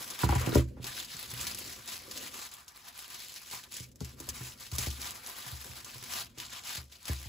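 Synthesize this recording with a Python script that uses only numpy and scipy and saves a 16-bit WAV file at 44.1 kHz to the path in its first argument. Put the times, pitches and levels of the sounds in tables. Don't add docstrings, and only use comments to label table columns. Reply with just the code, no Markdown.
import sys
import numpy as np
from scipy import signal
from scipy.fft import rfft, irfft
from scipy.io import wavfile

SR = 44100
rng = np.random.default_rng(int(sys.argv[2]) if len(sys.argv) > 2 else 0)


def store_pcm(level_fs):
    pcm = np.round(np.clip(level_fs, -1, 1) * 32767).astype(np.int16)
    wavfile.write(sys.argv[1], SR, np.atleast_2d(pcm).T)


N = 321048
BIN_HZ = np.maximum(np.fft.rfftfreq(N, 1 / SR), 1)

# t/s, length/s, rustle level/dB, sheet body re rustle/dB
MOVES = [(0.0, 0.04, -47, -2.5), (0.09, 0.063, -45, -4), (0.206, 0.028, -38.5, -3.5), (0.294, 0.2, -44, 4),
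         (0.527, 0.042, -41, 1.5), (0.688, 0.0083, -63.5, -7), (0.774, 0.013, -71.5, 13),
         (0.859, 0.064, -45.5, -5), (0.968, 0.031, -37.5, -16), (1.06, 0.13, -54.5, -9),
         (1.117, 0.12, -44, -13.5), (1.302, 0.094, -45, -11), (1.392, 0.12, -41, -13),
         (1.572, 0.18, -46.5, -13.5), (1.79, 0.077, -54, -4.5), (1.873, 0.088, -45.5, -12),
         (1.964, 0.1, -54, -6.5), (2.108, 0.17, -46.5, -11), (2.332, 0.13, -47.5, -6),
         (2.516, .1, -55, -3.5), (2.674, 0.057, -62.5, 1), (2.766, 0.032, -54.5, -2),
         (2.854, 0.033, -51.5, -0.5), (2.961, 0.22, -51, -7.5), (3.202, 0.18, -49.5, -20),
         (3.412, 0.08, -53, -14), (3.525, 0.038, -42.5, -11.5), (3.636, 0.023, -58, 1),
         (3.721, 0.11, -50, -27), (4.026, 0.085, -56.5, -8.5), (4.188, 0.13, -54, -5),
         (4.352, 0.11, -49, -9.5), (4.418, 0.098, -50, -9.5), (4.603, .06, -49.5, -14),
         (4.737, 0.076, -50, -2), (4.788, 0.075, -40, -12), (4.91, 0.14, -49, -11),
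         (5.021, 0.076, -45.5, -2.5), (5.142, 0.056, -52, -1), (5.244, 0.29, -49.5, -4),
         (5.538, 0.27, -50, -7.5), (5.866, 0.32, -50, -8.5), (6.104, 0.11, -42.5, -4.5),
         (6.406, 0.025, -44, -6.5), (6.464, 0.041, -51, -14), (6.527, 0.047, -43.5, -5),
         (6.662, 0.11, -41.5, -11), (6.926, 0.029, -54, -19), (7.022, .04, -55.5, -9),
         (7.079, 0.046, -44, -3.5), (7.152, .12, -51, -14)]
# t/s, crisp treble re rustle/dB, favoured f/Hz
RUSTLE_COLOUR = [(0, -1.5, 4400), (.3, -7.5, 2680), (.9, -7, 3580), (1.5, -5.5, 4630), (2.3, -6, 4200),
                 (3.0, -6, 4000), (3.75, -6.5, 6130), (4.6, -5.5, 6400), (5.4, -3.5, 3950),
                 (5.9, -6.5, 4500), (6.15, -5, 3600), (6.4, -10.5, 4480), (6.75, -8, 4460),
                 (7.28, -7, 3570)]
# t/s, rumble level/dB, rub level/dB
LEANING = [(0.0, -57, -53), (0.28, -73, -62), (0.4, -49, -47), (0.55, -39.5, -52.5), (0.93, -58.5, -60.5),
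           (1.19, -62.5, -67), (1.36, -51.5, -64), (1.66, -57, -57.5), (1.84, -62, -68.5), (2.08, -61, -60),
           (2.21, -60, -52.5), (2.66, -71, -83), (3.36, -70.5, -79), (4.3, -54.5, -64), (4.7, -64.5, -72),
           (4.91, -53, -65), (5.3, -67, -65), (6.12, -58, -67.5), (7.28, -71, -80)]
# t/s, level/dB, centre f/Hz
SNAPS = [(0.018, -33, 3730), (0.1022, -24, 5300), (0.2143, -24, 2680), (0.2907, -22.5, 2210),
         (0.3515, -21.5, 6690), (0.395, -24, 1690), (0.414, -19.5, 1540), (0.462, -19, 1770),
         (0.5475, -16.5, 4520), (0.829, -31, 3740), (0.8428, -22, 3900), (0.8674, -22.5, 2750),
         (1.0465, -24.5, 4570), (1.3047, -26, 7420), (1.4112, -20.5, 7010), (1.4681, -16.5, 4430),
         (1.5469, -18, 6990), (1.5869, -22.5, 11000), (1.876, -24.5, 6500), (2.1116, -25, 4730),
         (2.175, -23, 6720), (2.5376, -29, 10900), (2.6804, -28.5, 6060), (2.883, -35, 5550),
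         (3.1439, -28, 3450), (3.361, -25.5, 3760), (3.4999, -31, 7320), (3.5124, -26.5, 4340),
         (3.6378, -29.5, 2820), (3.741, -26, 7280), (3.7663, -23.5, 5900), (3.7994, -26.5, 5650),
         (3.916, -43, 6490), (3.9578, -39, 7270), (4.0055, -27.5, 4860), (4.0466, -30.5, 6600),
         (4.2011, -25.5, 7350), (4.289, -16.5, 7000), (4.7159, -22.5, 4920), (4.753, -23, 7280),
         (4.783, -14, 6660), (4.863, -23, 4090), (4.9035, -26.5, 6100), (5.2628, -25, 5200),
         (5.4103, -35, 3370), (5.8457, -29, 6870), (6.038, -26.5, 7350), (6.1363, -23, 4150),
         (6.3834, -27, 4090), (6.4006, -21, 3780), (6.6732, -27, 4440), (6.7503, -23, 4450),
         (6.7725, -41, 5010), (6.923, -32, 3450), (7.0544, -25, 4580), (7.0805, -22, 2710)]
# t/s, level/dB, offsets/dB for modes at 105-200 Hz, 200-720 Hz, above 720 Hz
THUMPS = [(0.233, -21.5, -3, -6.5, 2.5), (0.26, -33, 6, -7, -19), (0.29, -19.5, -9.5, -11, -4),
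          (0.323, -26.5, -33, -6.5, 2), (0.354, -17.5, -10, -16.5, -12), (0.403, -22, -19, -35, -32),
          (0.469, -32.5, 0, -2, -4), (0.487, -39, -2, 5, -38), (0.524, -34.5, 3.5, 4, -14),
          (0.553, -17.5, -5.5, 0, -4), (0.567, -26, -5, 2.5, -21), (0.59, -28, -6, 1.5, -23),
          (0.768, -42, -14, -8, -10), (0.794, -43, -2, -7, -12), (1.141, -45.5, -0.5, -13, -11),
          (1.327, -44, 0.5, -14, -16), (1.399, -40.5, -4, -17, -10), (1.67, -50, -4, -2, -4),
          (3.531, -50.5, 2, -5.5, 10.5), (3.799, -45.5, -1, -7, -26), (4.008, -27.5, -6, -13, -14.5),
          (4.2, -47, -9, 2.5, -4), (4.278, -39.5, -20, -13, -13), (4.406, -48, 7, -1.5, 4),
          (4.72, -29, -10.5, -23, -23), (4.784, -36, -5, -7.5, -8), (4.866, -28.5, -12, -13, -12),
          (5.462, -45, -2.5, -25, 2), (5.519, -35.5, -13, -28, -27), (5.689, -43.5, -8, -26, -19),
          (5.953, -57.5, 7, 3, -4), (6.372, -56, -3, 5.5, -1), (6.773, -38.5, -7.5, -20, -16),
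          (7.092, -23.5, -14.5, -16.5, -30), (7.195, -43, -11, -17, -22), (7.254, -38.5, -9, -17, -16)]
# f/Hz, level/dB, t60/s
TABLE_MODES = [(68.8, -2.5, 0.44), (85.1, 3, 0.12), (124.2, 7, 0.29), (177.3, -3.5, 0.16),
               (261.5, 5, 0.083), (334, -0.5, 0.21), (413, -1.5, 0.13), (492, -3, 0.082), (586, -3, 0.068),
               (722, -7, 0.083), (819, -4, 0.1), (976, -2.5, 0.078), (1116, -10.5, 0.062), (1400, -4, 0.04),
               (1950, -11, 0.02)]
# f/Hz, level/dB
RUSTLE_SPECTRUM = [(700, -24), (1400, -6), (2200, -1), (3200, 0.5), (5000, 0), (6500, -2), (8000, -0.5),
                   (11000, -31.5)]
BODY_SPECTRUM = [(500, -1), (800, -4.5), (1100, 1), (1600, -3.5), (2400, -10.5), (4000, -57)]
CRISP_SPECTRUM = [(4500, -11), (7000, -8), (8500, -5.5), (11000, -3.5), (13500, -5), (16000, -6.5)]
RUB_SPECTRUM = [(130, -14), (250, 5), (420, 2.5), (600, 0.5), (900, -52.5)]
RUMBLE_SPECTRUM = [(25, -10.5), (48, -4), (66, -2), (92, -3), (124, -1.5), (160, -11), (260, -7),
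                   (500, -73)]
ROOM_SPECTRUM = [(30, 13), (60, 21.5), (130, -1.5), (300, 6), (1000, -1), (4000, -85.5), (16000, -51)]
# f/Hz, coherence/0-1
COHERENCE = [(60, 0.99), (200, 0.92), (400, 0.8), (750, .15), (1100, 0.5), (1500, 0.26), (2000, 0.5),
             (2800, 0.86), (4200, 0.87), (5500, 0.4), (6800, 1), (8000, 1)]
# f/Hz, left minus right/dB
PORT_BALANCE = [(70, 0.5), (130, -3), (220, 2), (1500, 0), (2200, 3), (4000, 0.5), (5300, 4.5), (6800, 0)]


def from_db(db):
    return 10 ** (np.asarray(db) / 20)


def unit_rms(x):
    return x / np.sqrt(np.mean(x ** 2) + 1e-20)


def in_time(rows):
    times_s, *columns = np.transpose(rows)
    return [np.interp(np.arange(N) / SR, times_s, column) for column in columns]


def at_hz(points, hz):
    points_hz, values = np.transpose(points)
    return np.interp(np.log(hz), np.log(points_hz), values)


def drift(rate_hz):
    r = np.exp(-2 * np.pi * rate_hz / SR)
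    return unit_rms(signal.lfilter([1], [1, -2 * r, r * r], rng.standard_normal(N + SR))[SR:])


def field(pair, spectrum):
    mid, side = rfft(pair) * from_db(at_hz(spectrum, BIN_HZ))
    coherence = at_hz(COHERENCE, BIN_HZ)
    return irfft(np.sqrt(1 + coherence) * mid + np.sqrt(1 - coherence) * side * [[1], [-1]], N)


def ring(clicks, hz, t60_s):
    r, w = from_db(-60 / (t60_s * SR)), 2 * np.pi * hz / SR
    return signal.lfilter([0, np.sin(w)], [1, -2 * r * np.cos(w), r * r], clicks)


def hand_moves(rise_db_per_s=442, sag_db_per_s=1.5, fall_db_per_s=285, rest_db=-79):
    t = np.arange(0, N + 64, 64) / SR
    start_s, length_s, level_db, body_db = np.transpose(MOVES)[:, :, None]
    age_s = t - start_s
    db = level_db + rise_db_per_s * np.minimum(age_s, 0)
    db -= sag_db_per_s * np.clip(age_s, 0, length_s)
    db -= fall_db_per_s * np.maximum(age_s - length_s, 0)
    power = from_db(2 * np.maximum(db, -200))
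    total = power.sum(axis=0) + from_db(2 * rest_db)
    mean_body_db = (power * body_db).sum(axis=0) / total
    return in_time(np.transpose([t, 10 * np.log10(total), mean_body_db]))


def crinkle(per_s, spread_db, decay_s, clump_db, slide):
    sizes = from_db(spread_db * np.minimum(rng.exponential(1, N), 4))
    buckles = rng.random(N) < per_s * from_db(clump_db * drift(30)) / SR
    r = np.exp(-1 / (decay_s * SR))
    decay_and_rise = np.convolve([1, -r], [1, -r ** 12])
    return slide + unit_rms(signal.lfilter([1], decay_and_rise, sizes * buckles + 1e-18))


def finger_span(pair, centre_hz, lift_db=3, width_oct=0.69, waver_db=1.97, waver_hz=11.6):
    spectrum, out = rfft(pair), 0
    for hz in 700 * 2 ** np.arange(0, 3.7, 1 / 3):
        band = np.cos(np.pi / 2 * np.clip(3 * np.log2(BIN_HZ / hz), -1, 1)) ** 2
        nearness = np.exp(-(np.log2(hz / centre_hz) / width_oct) ** 2)
        out += from_db(lift_db * nearness + waver_db * drift(waver_hz)) * irfft(spectrum * band, N)
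    return out


def facet_pings(per_s=220, t60_cycles=22):
    sizes = from_db(2.52 * np.minimum(rng.exponential(1, N), 2.5))
    pops = sizes * (rng.random(N) < per_s / SR)
    facet = rng.integers(0, 16, N)
    clicks = pops * rng.standard_normal((2, N))
    rings = sum(ring(clicks * (facet == k) + 1e-18, hz, t60_cycles / hz)
                for k, hz in enumerate(np.geomspace(1400, 9000, 16)))
    return unit_rms(field(rings, [(1400, -10.5), (3500, -2.5), (9000, 2.5)]))


def paper(rub_db):
    rustle_db, body_db = hand_moves()
    crisp_db, centre_hz = in_time(RUSTLE_COLOUR)
    grain = crinkle(per_s=400, spread_db=2, decay_s=0.0056, clump_db=3.5, slide=0.99)
    ticks = crinkle(per_s=21, spread_db=-1.5, decay_s=0.00027, clump_db=-2, slide=0)
    soft = crinkle(per_s=190, spread_db=-3, decay_s=0.0089, clump_db=5, slide=0.51)
    white = rng.standard_normal((2, 2, N))
    rustle = unit_rms(field((grain + 0.13 * ticks) * white[0], RUSTLE_SPECTRUM))
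    body = unit_rms(field((0.86 * grain + soft) * white[1], BODY_SPECTRUM))
    crisp = unit_rms(field((grain + 0.78 * ticks) * white[1], CRISP_SPECTRUM))
    rub = unit_rms(field(soft * white[0], RUB_SPECTRUM))
    sheet = finger_span(rustle + from_db(body_db + 0.63) * body, centre_hz)
    sheet += from_db(crisp_db + 9.5) * crisp
    sheet += from_db(-6) * facet_pings()
    return from_db(rustle_db - 3) * sheet + from_db(rub_db) * rub


def table_rumble(level_db):
    return from_db(level_db) * unit_rms(field(rng.standard_normal((2, N)), RUMBLE_SPECTRUM))


def room_tone(level_db):
    return from_db(level_db) * unit_rms(field(rng.standard_normal((2, N)), ROOM_SPECTRUM))


def crease_snaps(samples=900, rise_s=0.00048, tick_s=0.00037):
    out, t = np.zeros((2, N)), np.arange(samples) / SR
    noises = rng.standard_normal((len(SNAPS), 2, samples))
    tails_s = 0.0065 + 0.0067 * rng.random(len(SNAPS))
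    for (start_s, level_db, hz), noise, tail_s in zip(SNAPS, noises, tails_s):
        decay = np.exp(-t / tick_s) + 0.37 * np.exp(-t / tail_s)
        burst = noise * np.minimum(t / rise_s, 1) * decay
        b, a = signal.iirpeak(hz, Q=1.2, fs=SR)
        burst = signal.lfilter(b, a, burst) + 0.62 * burst
        burst *= from_db(level_db) / np.abs(burst[0]).max()
        i = round(start_s * SR)
        out[:, i:i + samples] += burst[:, :N - i]
    return field(out, [(300, -7.5), (1500, -12), (7000, -5), (16000, -7)])


def table_thumps(touches=4, contact_s=0.01172, touch_loss_db=5.5, group_tops_hz=(105, 200, 720)):
    start_s, level_db, *offsets_db = np.transpose(THUMPS)
    group_db = [0] + offsets_db
    out = np.zeros((2, N))
    scatter = rng.standard_normal((len(THUMPS), 2 * len(TABLE_MODES)))
    delay_s = contact_s * np.sort(rng.random((len(THUMPS), touches)), axis=1)
    touch_samples = np.round((start_s[:, None] + delay_s - delay_s[:, :1]) * SR).astype(int).T
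    weights = from_db(-touch_loss_db * np.arange(touches))
    weights /= np.linalg.norm(weights)
    for k, (hz, mode_db, t60_s) in enumerate(TABLE_MODES):
        share_db = group_db[np.searchsorted(group_tops_hz, hz)]
        strength = (-1) ** k * from_db(level_db + share_db + mode_db - 4 + 1.6 * scatter[:, 2 * k])
        pan = 0.85 * np.sqrt(1 - at_hz(COHERENCE, hz)) * scatter[:, 2 * k + 1]
        clicks = np.full((2, N), 1e-18)
        for at, weight in zip(touch_samples, weights):
            clicks[:, at] += weight * strength * np.array([1 + pan, 1 - pan])
        out += ring(clicks, hz, t60_s) - ring(clicks, hz, 2.3 / hz)
    return out


def room(direct, t60_s, wet_db):
    t = np.arange(int(0.4 * SR)) / SR
    tail = rng.standard_normal((2, len(t))) * from_db(-60 * t / t60_s) * (t > 0.004)
    tail = signal.lfilter([0.35], [1, -0.65], tail)
    tail /= np.linalg.norm(tail, axis=1, keepdims=True)
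    return direct + from_db(wet_db) * signal.fftconvolve(direct, tail, axes=1)[:, :N]


def scene():
    rumble_db, rub_db = in_time(LEANING)
    sheet = paper(rub_db) + crease_snaps()
    tone = room_tone(level_db=-72)
    return room(sheet, t60_s=0.044, wet_db=-12.5) + table_thumps() + table_rumble(rumble_db) + tone


def record(dry, lead_from_hz=6880, hz_per_cycle=4200, bass_cut_hz=50, top_cut_hz=15950):
    half_lead_rad = np.pi * np.maximum(BIN_HZ - lead_from_hz, 0) / hz_per_cycle
    left_port = from_db(at_hz(PORT_BALANCE, BIN_HZ) / 2) * np.exp(-1j * half_lead_rad)
    heard = irfft(rfft(dry) * [left_port, 1 / left_port], N)
    heard = signal.sosfilt(signal.butter(2, bass_cut_hz, "high", fs=SR, output="sos"), heard)
    return signal.sosfilt(signal.cheby2(16, 45, top_cut_hz, fs=SR, output="sos"), heard)


dry = scene()
out = record(dry)
store_pcm(out)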